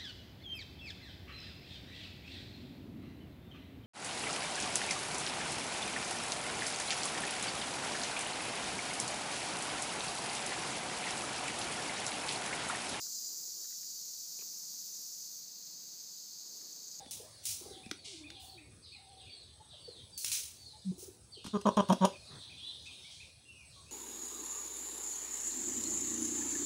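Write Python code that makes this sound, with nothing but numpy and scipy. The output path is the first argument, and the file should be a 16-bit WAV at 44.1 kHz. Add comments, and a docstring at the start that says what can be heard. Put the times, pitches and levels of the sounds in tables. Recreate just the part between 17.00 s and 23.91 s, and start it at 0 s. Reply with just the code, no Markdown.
"""Two tethered goats in a yard among trees.

The buck snorts through his nostrils, hums once with closed mouth, then stutters a bleat: five short
bursts of glottal pulses through the mouth, with wet lip noises and a last puff of air. Hooves knock and
scuff on packed earth. Small birds whistle in the grove, far animals cluck and call, and insects keep up
a thin high tone over a low rumble and a dry rustle."""
import sys
import numpy as np
from scipy import signal
from scipy.fft import rfft, irfft, next_fast_len
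from scipy.io import wavfile
from scipy.ndimage import uniform_filter1d, map_coordinates

SR = 44100
rng = np.random.default_rng(int(sys.argv[2]) if len(sys.argv) > 2 else 0)


def dump(signal):
    """Clip the signal to [-1, 1] and save it as 16-bit WAV at the path in sys.argv[1]."""
    limited = np.clip(np.atleast_2d(signal).T, -1, 1)
    pcm = np.round(limited * 32767).astype(np.int16)
    wavfile.write(sys.argv[1], SR, pcm)


N = 304731


def bleat(jitter=0.077, shimmer_db=5, alternate_db=4, muffle_hz=1500):
    """Hum, then five bursts: glottal pulses and air ring the vocal tract over a round chest tone."""
    # Each row: start in s, length in s, first, middle and last pitch in Hz, chest level in dB, final
    # mouth level in dB, swell in dB, attack in s, jaw and tongue resonances in Hz, roughness 0-1.
    bursts = [(3.841, 0.0737, 200, 189.5, 178, -35.5, -89, 6, 0.039, 400, 900, 0.2),
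              (4.527, 0.045, 212.3, 211, 193.4, -31, -31.5, 4, 0.02, 383, 1118, 0.3),
              (4.651, 0.043, 222.2, 200.2, 213, -27.5, -25.5, -1.5, 0.007, 539, 1016, 0.72),
              (4.767, .043, 222.6, 201.8, 203.3, -27, -24, 1, 0.0053, 543, 983, 0.32),
              (4.887, .046, 205, 182.3, 232.5, -25.5, -23.5, 4.5, 0.014, 638, 927, 0.8),
              (5.003, 0.053, 204.5, 188.4, 204.3, -27.5, -19.5, 12, 0.016, 564, 916, 0.37)]
    # Upper resonances. Each row: centre in Hz, width in Hz, gain in dB.
    throat_modes = [(1426, 340, -15), (2567, 200, -23.5), (3230, 460, -17), (3550, 250, -27),
                    (5720, 150, -20.5), (6660, 380, -23.5)]
    # Nose resonance: centre in Hz, width in Hz, gain in dB.
    nasal_mode = (405, 150, -8)
    out, t = np.zeros(N), np.arange(SR // 8) / SR
    for (start_s, length_s, first_hz, middle_hz, last_hz, chest_db, mouth_db, swell_db,
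         attack_s, jaw_hz, tongue_hz, rough) in bursts:
        progress = np.clip(t / length_s, 0, 1)
        pitch_hz = glide(first_hz, middle_hz, last_hz, progress)
        pitch_hz *= 1 + jitter * rough * wobble(200, size=len(t))
        phase = 2 * np.pi * np.cumsum(pitch_hz) / SR
        pulses = unit(np.cos(np.arange(1, 44)[:, None] * phase).sum(0))
        # Rough folds flap unevenly, strong and weak pulses in turn.
        pulses *= amp(rough * (shimmer_db * wobble(215, size=len(t)) + alternate_db * np.cos(phase / 2)))
        air = unit(rng.standard_normal(len(t)) * (1 + .5 * np.cos(phase)))  # one hiss per cycle
        voiced = gate(t, length_s, rise=attack_s, fall=0.0073)
        push = voiced * amp(swell_db * (progress - 1))  # the mouth opens
        vowel_modes = [nasal_mode, (jaw_hz, 230, 0), (tongue_hz, 250, 1)]
        # Nearly shut lips muffle the vowel.
        mouth = filtered((pulses + rough * air) * push,
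                         lambda hz: vocal_tract(vowel_modes, hz) / (1 + (hz / muffle_hz) ** 10))
        mouth += filtered((.5 * pulses + air) * push, lambda hz: vocal_tract(throat_modes, hz))
        mouth *= np.std(push) / np.std(mouth)
        chest = voiced * unit(np.sin(phase))
        add(out, start_s, amp(mouth_db) * mouth + amp(chest_db) * chest)
    return out


def vocal_tract(modes, hz):
    """Response of steep resonances in parallel."""
    return sum(amp(db) * resonance(hz, centre_hz, width_hz) ** 2 for centre_hz, width_hz, db in modes)


def lips(rise_s=0.00095):
    """Lips and tongue part with short wet splutters."""
    # Each row: start in s, level in dB, T60 in s.
    smacks = [(4.443, -46.5, 0.06), (4.462, -41, 0.062), (4.612, -42.5, 0.031), (4.668, -40.5, 0.044),
              (4.688, -39, 0.024), (4.768, -37, 0.04), (4.803, -35, 0.02), (4.886, -39.5, 0.046),
              (4.898, -37, 0.051), (4.925, -29, 0.041), (5.050, -23.5, 0.034)]
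    # Each row: frequency in Hz, level in dB.
    spectrum = [(300, -16.5), (1100, 5.5), (2100, -10.5), (3200, 2.5), (4400, -10.5), (5200, -3.5),
                (6800, -0.5), (7600, -19), (8600, -3), (12000, -16), (16000, -31)]
    out, t = np.zeros(N), np.arange(SR // 10) / SR
    for start_s, db, t60_s in smacks:
        envelope = amp(db - 60 * t / t60_s) * (1 - np.exp(-t / rise_s))
        add(out, start_s, envelope * noise(spectrum, size=len(t)))
    return out


def snorts(flutter_db=1, click_t60_s=0.017):
    """Air bursts through the nostrils with a click, holds briefly and dies away."""
    # Each row: start in s, level in dB, rise, hold and T60 in s, low cut in Hz, relative click in dB.
    blasts = [(.110, -43, 0.0023, 0.027, 0.46, 3740, 7), (0.43, -47, .01, 0.014, 0.32, 3620, -15),
              (0.454, -36.5, .005, .06, 0.44, 3760, 6.5), (1.396, -57, 0.0093, 0.079, 0.38, 8560, -20),
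              (3.177, -42, 0.0027, .06, 0.6, 5840, 8), (3.246, -38.5, .004, 0.046, 0.46, 2120, 12),
              (3.317, -33.5, 0.0023, 0.033, 0.51, 2500, 7.5), (3.974, -49, 0.017, 0.066, 0.36, 5150, -14.5)]
    # Each row: frequency in Hz, level in dB.
    spectrum = [(590, -64), (1000, -6), (1190, -14), (1500, -9), (1740, -13), (2400, -4), (3760, -4.5),
                (4080, -2), (4520, -5), (5960, 1.5), (8050, -4), (9350, 0), (13500, -15), (14800, -6),
                (15700, -6)]
    out, t = np.zeros(N), np.arange(SR // 2) / SR
    for start_s, db, rise_s, hold_s, t60_s, cut_hz, click_db in blasts:
        hiss = noise(spectrum, size=len(t))
        jet = unit(filtered(hiss, lambda hz: hz ** 2 / np.hypot(hz ** 2, cut_hz ** 2)))
        decay_db = -60 * np.maximum(t - hold_s, 0) / t60_s
        flow = amp(decay_db + flutter_db * wobble(130, size=len(t))) * (1 - np.exp(-t / rise_s))
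        click = amp(click_db - 60 * t / click_t60_s)
        add(out, start_s, amp(db) * jet * (flow + click))
    return out


def puff(start_s=5.27, length_s=0.13, db=-53.5):
    """The buck lets out the last of his air, dull and unvoiced."""
    # Each row: frequency in Hz, level in dB.
    spectrum = [(71, -15), (120, 0.5), (349, -15), (446, -10), (541, -28), (1200, -15.5), (2060, -22),
                (2600, -46), (3380, -71), (5720, -120)]
    out, t = np.zeros(N), np.arange(SR // 3) / SR
    add(out, start_s, amp(db) * gate(t, length_s, rise=.07, fall=0.047) * noise(spectrum, size=len(t)))
    return out


def knocks(tick_t60_s=0.017, tick_rise_s=0.001, thud_t60_s=0.034, thud_rise_s=0.00071, lag_s=0.00414):
    """Hoof blows and rope tugs: a hard tick, then a low thud of packed earth."""
    # Each row: start in s, tick level in dB, thud half-amplitude in dB, thud pitch in Hz.
    blows = [(0.06, -48, -50, 259), (0.86, -46, -43, 228), (0.9121, -25.5, -39, 302),
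             (1.302, -37, -69, 330), (4.447, -46, -40, 242), (4.465, -55, -40, 179), (4.476, -60, -45, 265)]
    # Each row: frequency in Hz, level in dB.
    spectrum = [(240, -45), (400, 0), (949, -21), (1470, -3), (2830, -4), (5110, -2), (6610, -4.5),
                (7030, -7), (15000, -29.5)]
    out, t = np.zeros(N), np.arange(SR // 8) / SR
    for start_s, tick_db, thud_db, thud_hz in blows:
        tick = amp(tick_db - 60 * t / tick_t60_s) * (1 - np.exp(-t / tick_rise_s))
        thud = 2 * amp(thud_db - 60 * t / thud_t60_s) * (1 - np.exp(-t / thud_rise_s))
        add(out, start_s, tick * noise(spectrum, size=len(t)))
        add(out, start_s + lag_s, thud * np.sin(2 * np.pi * thud_hz * t))
    return out


def scuffs(fade_db=9):
    """A hoof dragged through dust bites, then fades as it slows."""
    # Each row: start in s, length in s, level at the end of the fade in dB.
    drags = [(1.036, 0.19, -55), (4.433, 0.099, -60.5), (5.848, 0.037, -55.5), (6.098, 0.21, -64.5)]
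    # Each row: frequency in Hz, level in dB.
    spectrum = [(710, -59.5), (1200, -45), (1910, -23), (2130, -7), (2730, -6.5), (2930, -0.5),
                (4430, -0.5), (9570, -10.5), (14000, -49)]
    out, t = np.zeros(N), np.arange(SR // 3) / SR
    for start_s, length_s, db in drags:
        envelope = gate(t, length_s, rise=0.024, fall=0.11) * amp(db + fade_db * (1 - t / length_s))
        add(out, start_s, envelope * noise(spectrum, size=len(t)))
    return out


def birds(slur_s=.06, chirp_s=.04, chirp_hz=2634):
    """Small birds in the grove; each kind of note has its own arc and distance."""
    # Arching, then falling. Each row: start in s, length in s, level in dB, nominal pitch in Hz.
    whistles = [(.32, 0.1, -66.5, 4340), (.955, 0.1, -62.5, 4450), (1.45, .13, -60, 4310),
                (1.875, 0.12, -59.5, 4330), (2.29, .165, -59, 4417), (2.80, 0.16, -58.5, 4450),
                (3.12, .145, -55.5, 4510), (3.58, 0.17, -58, 4400), (4.32, .035, -54, 4485),
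                (6.45, 0.2, -59.5, 2667)]
    # Downward, deeper in the grove. Each row: start in s, level in dB, nominal pitch in Hz.
    slurs = [(.70, -61.5, 3660), (1.321, -61, 3603), (1.821, -62.5, 4150), (2.165, -63, 3526),
             (2.688, -61, 3665), (2.94, -63, 3554), (3.778, -68, 4040), (4.337, -61.5, 3137),
             (5.251, -62, 4140), (5.379, -58, 3730), (5.55, -59, 3560), (5.871, -62.5, 3404),
             (6.041, -66, 3790), (6.71, -66, 3784)]
    # A second bird, two runs of arched notes. Each row: start in s, level in dB.
    chirps = [(.83, -57.5), (1.237, -56), (1.575, -57.5), (1.918, -58), (2.263, -60), (5.125, -58.5),
              (5.493, -56.5), (5.853, -54), (6.198, -55)]
    # Rising notes. Rows as in whistles.
    rises = [(5.605, 0.1108, -49.5, 3477), (5.625, .1, -49.5, 3984), (6.04, 0.046, -60.5, 2300),
             (6.86, 0.064, -62.5, 2640)]
    slur_notes = [(start_s, slur_s, db, hz) for start_s, db, hz in slurs]
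    chirp_notes = [(start_s, chirp_s, db, chirp_hz) for start_s, db in chirps]
    return (calls(whistles, arc_semitones=(0.56, -3), echo_db=-3, waver=0.0056, blur=.05)
            + calls(slur_notes, arc_semitones=(2.52, -2.3), echo_db=7.5, waver=0.021, blur=.1)
            + calls(chirp_notes, arc_semitones=(-3, -3), echo_db=-3.5, waver=0.0068, blur=0.079)
            + calls(rises, arc_semitones=(-1.276, 0), echo_db=-2.5, waver=.012, blur=.06))


def far_animals(cluck_s=.018, first_hoot_s=.62, every_s=.665, hoot_s=0.308, hoot_db=-66.5, hoot_hz=783):
    """Fowl, low moans and three faint drooping hoots from beyond the yard."""
    # Short dropping notes. Each row: start in s, level in dB, nominal pitch in Hz.
    clucks = [(0.018, -62, 486), (.198, -52.5, 436), (.61, -54, 360), (.658, -50, 394), (.706, -49, 400),
              (.762, -53.5, 361), (2.73, -61.5, 634), (2.877, -48.5, 476), (3.915, -51, 356),
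              (3.977, -56, 362), (4.026, -52, 384), (4.077, -50, 384), (4.366, -55, 428)]
    # Longer, flatter notes. Each row: start in s, length in s, level in dB, nominal pitch in Hz.
    squawks = [(0, 0.048, -57, 798), (.22, 0.04, -61.5, 647), (2.60, 0.019, -60.5, 868),
               (3.73, 0.041, -66.5, 863), (6.76, 0.062, -66, 1109)]
    # Sagging, then lifting. Rows as in squawks.
    moans = [(1.07, 0.284, -57, 312), (1.53, 0.167, -62.5, 311.5)]
    cluck_notes = [(start_s, cluck_s, db, hz) for start_s, db, hz in clucks]
    hoots = [(first_hoot_s + k * every_s, hoot_s, hoot_db, hoot_hz) for k in range(3)]
    return (calls(cluck_notes, arc_semitones=(3, -2.2), echo_db=-9, waver=.02, blur=.15, octave_db=-36.5)
            + calls(squawks, arc_semitones=(.29, -.55), echo_db=-8, waver=.022, blur=.14, octave_db=-20)
            + calls(moans, arc_semitones=(6, 2.5), echo_db=-11, waver=.032, blur=.12, octave_db=-22)
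            + calls(hoots, arc_semitones=(.71, -.75), echo_db=-8.5, waver=.024, blur=.0687))


def calls(notes, arc_semitones, echo_db, waver, blur, octave_db=-45, flutter_db=3):
    """Notes on one pitch arc (start, end), heard directly and as a blurred copy the grove scatters."""
    # Each row: frequency in Hz, T60 in s.
    grove_decay = [(300, 0.55), (3500, 0.66), (8000, 0.64)]
    direct, scattered = np.zeros(N), np.zeros(N)
    first_ratio, last_ratio = 2 ** (np.array(arc_semitones) / 12)
    for start_s, length_s, db, hz in notes:
        progress = np.linspace(0, 1, int(length_s * SR))
        pitch_hz = glide(first_ratio * hz, 0.99 * hz, last_ratio * hz, progress)
        flutter = amp(flutter_db * wobble(70, size=len(progress)))
        swell = unit(np.sqrt(progress * (1 - progress)) * flutter)
        for track, spread in (direct, waver), (scattered, blur):
            detune = 1 + spread * wobble(hz / 8, size=len(progress))
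            phase = 2 * np.pi * np.cumsum(pitch_hz * detune) / SR
            tone = unit(np.sin(phase) + amp(octave_db) * np.sin(2 * phase))
            add(track, start_s, amp(db) * swell * tone)
    return direct + amp(echo_db) * echo(scattered, grove_decay, build=0.004)


def bird_chorus(trim_db=-2):
    """Many distant birds merge into shifting bands of noise."""
    # Each row: time in s, level before trim in dB.
    levels = [(0, -58), (.9, -71), (1.4, -54.5), (1.75, -75), (2.3, -57.5), (3.1, -72), (3.85, -64),
              (4.2, -86.5), (4.48, -56.5), (5.4, -57.5), (5.65, -57), (6.15, -55), (6.55, -74.5),
              (6.9, -88)]
    # Each row: frequency in Hz, level in dB.
    spectrum = [(1500, -20.5), (2300, -23), (2900, -9), (3400, 4), (4400, 0.5), (5200, -5), (7000, -27.5),
                (12000, -54)]
    return amp(curves(levels)[0] + trim_db) * patchy(spectrum, depth_db=8)


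def yard_stir(trim_db=7):
    """Far stir of the yard: broad, restless noise."""
    # Before and after the bleat. Each row: time in s, level before trim in dB.
    levels = [
        [(0.0, -67.5), (0.49, -71), (0.71, -65.5), (0.99, -73), (4.3, -75)],
        [(5.25, -68), (5.36, -70), (6.192, -76), (6.632, -75), (6.9, -74)],
    ]
    # Each row: frequency in Hz, level in dB.
    spectrum = [(88, -29), (150, 0.5), (346, -0.5), (633, -3.5), (1430, -12.5), (2570, -12.5),
                (2950, -16.5), (3940, -13.5), (6800, -11), (7350, -24.5), (8100, -12), (8930, -17.5),
                (10200, -6), (12000, -43), (15700, -22.5)]
    return amp(curves(np.vstack(levels))[0] + trim_db + wobble(8.6)) * patchy(spectrum, depth_db=5.5)


def leaves(trim_db=1):
    """A dry, flickering rustle."""
    # Each row: time in s, level before trim in dB.
    levels = [(0, -67), (.7, -57.5), (1.05, -77.5), (2.5, -76), (3.7, -64.5), (4.2, -69.5), (5.4, -67.5),
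              (6.1, -63), (6.45, -71), (6.8, -64.5)]
    # Each row: frequency in Hz, level in dB.
    spectrum = [(900, -14), (2500, -27), (4200, 1.5), (6300, 0), (7500, -5), (10000, -2.5), (12000, -22.5),
                (16000, -19)]
    return amp(curves(levels)[0] + trim_db + wobble(25)) * patchy(spectrum, depth_db=6)


def insects(flicker_db=1.8):
    """A thin high tone of narrow noise bands."""
    # Each row: centre in Hz, width in Hz, level in dB.
    bands = [(7900, 60, -79), (8165, 45, -70.5), (8310, 140, -76), (10230, 910, -77.5)]
    out = np.zeros(N)
    for centre_hz, width_hz, db in bands:
        level = amp(db + flicker_db * wobble(23))
        tone = filtered(rng.standard_normal(N), lambda hz: resonance(hz, centre_hz, width_hz) ** 2)
        out += level * unit(tone)
    return out


def rumble(db=-66, lumps_db=3.5):
    """Low, lumpy noise."""
    # Each row: frequency in Hz, level in dB.
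    spectrum = [(20, -40), (45, -14.5), (75, 2), (115, 0), (170, -10.5), (300, -30), (800, -68)]
    return amp(db + lumps_db * wobble(18)) * noise(spectrum)


def patchy(spectrum, depth_db):
    """Noise of rms 1 whose bands swell and fade on their own."""
    z = signal.stft(noise(spectrum), nperseg=1024)[2]
    field = rng.standard_normal(z.shape)
    for axis in 0, 1, 0, 1:
        field = uniform_filter1d(field, size=5, axis=axis, mode="wrap")
    return unit(signal.istft(z * amp(depth_db * np.tanh(unit(field))), nperseg=1024)[1][:N])


def glide(first_hz, middle_hz, last_hz, u):
    """A pitch arc through three points as u runs from 0 to 1."""
    return np.polyval(np.polyfit([0, .5, 1], [first_hz, middle_hz, last_hz], 2), u)


def amp(db):
    """Decibels to gain."""
    return 10 ** (np.asarray(db) / 20)


def unit(x):
    """Scale to rms 1."""
    return x / np.sqrt(np.mean(x ** 2) + 1e-20)


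def along(points, hz):
    """Read (Hz, value) points on a log axis."""
    f, v = np.transpose(points)
    return np.interp(np.log(hz + 1), np.log(f), v)


def curves(rows):
    """One value per sample for each column after the time."""
    s, *cols = np.transpose(rows)
    return [np.interp(np.arange(N) / SR, s, c) for c in cols]


def wobble(rate, size=N):
    """A smooth random curve with rate knots a second."""
    return map_coordinates(rng.standard_normal(int(size * rate / SR) + 4),
                           [np.arange(size) * rate / SR], mode="nearest")


def filtered(x, response):
    """x through a frequency response."""
    m = next_fast_len(len(x) + 8192)
    return irfft(rfft(x, m) * response(np.fft.rfftfreq(m, 1 / SR)), m)[:len(x)]


def noise(spectrum, size=N):
    """Coloured noise of rms 1."""
    return unit(filtered(rng.standard_normal(size), lambda hz: amp(along(spectrum, hz))))


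def resonance(hz, centre, width):
    """Response of one damped resonance."""
    return 1j * hz * width / (centre ** 2 - hz ** 2 + 1j * hz * width)


def gate(t, length, rise, fall):
    """Opens smoothly at 0 and closes around the given length."""
    return (np.sin(np.pi / 2 * np.clip(t / rise, 0, 1)) ** 2
            * np.sin(np.pi / 2 * np.clip((length - t) / fall + .5, 0, 1)) ** 2)


def add(track, s, sound):
    """Mix a sound into the track at s seconds."""
    start = max(round(s * SR), 0)
    track[start:start + len(sound)] += sound[:max(N - start, 0)]


def echo(x, t60s, build):
    """Scatter from ground and trunks: it builds up, then each frequency dies at its own speed."""
    hz, t, z = signal.stft(rng.standard_normal(SR), SR, nperseg=256)
    tail = signal.istft(z * amp(-60 * t / along(t60s, hz)[:, None]) * (1 - np.exp(-t / build)),
                        SR, nperseg=256)[1]
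    return signal.fftconvolve(x, tail / np.linalg.norm(tail))[:N]


def scene():
    """Goats close by; far calls smeared by the nearest trunks; background under both."""
    # Echo around the goats. Each row: frequency in Hz, T60 in s.
    near_decay = [(150, 0.127), (500, 0.26), (950, 0.17), (3000, 0.31), (10000, 0.18)]
    # Scatter off the trunks. Each row: frequency in Hz, T60 in s.
    trunk_decay = [(400, 0.087), (4000, 0.053)]
    near = bleat() + lips() + knocks()
    far = birds() + far_animals()
    far = .85 * far + .5 * echo(far, trunk_decay, build=.002)
    near += amp(-11) * echo(near, near_decay, build=0.0071)
    goats = near + snorts() + puff() + scuffs()
    background = rumble() + yard_stir() + bird_chorus() + leaves() + insects()
    return (goats + far + background)[None]


def record(dry):
    """Brick-wall low-pass, mono."""
    top_hz = 15750
    return filtered(dry[0], lambda hz: hz < top_hz)[None]


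dry = scene()
out = record(dry)
dump(out)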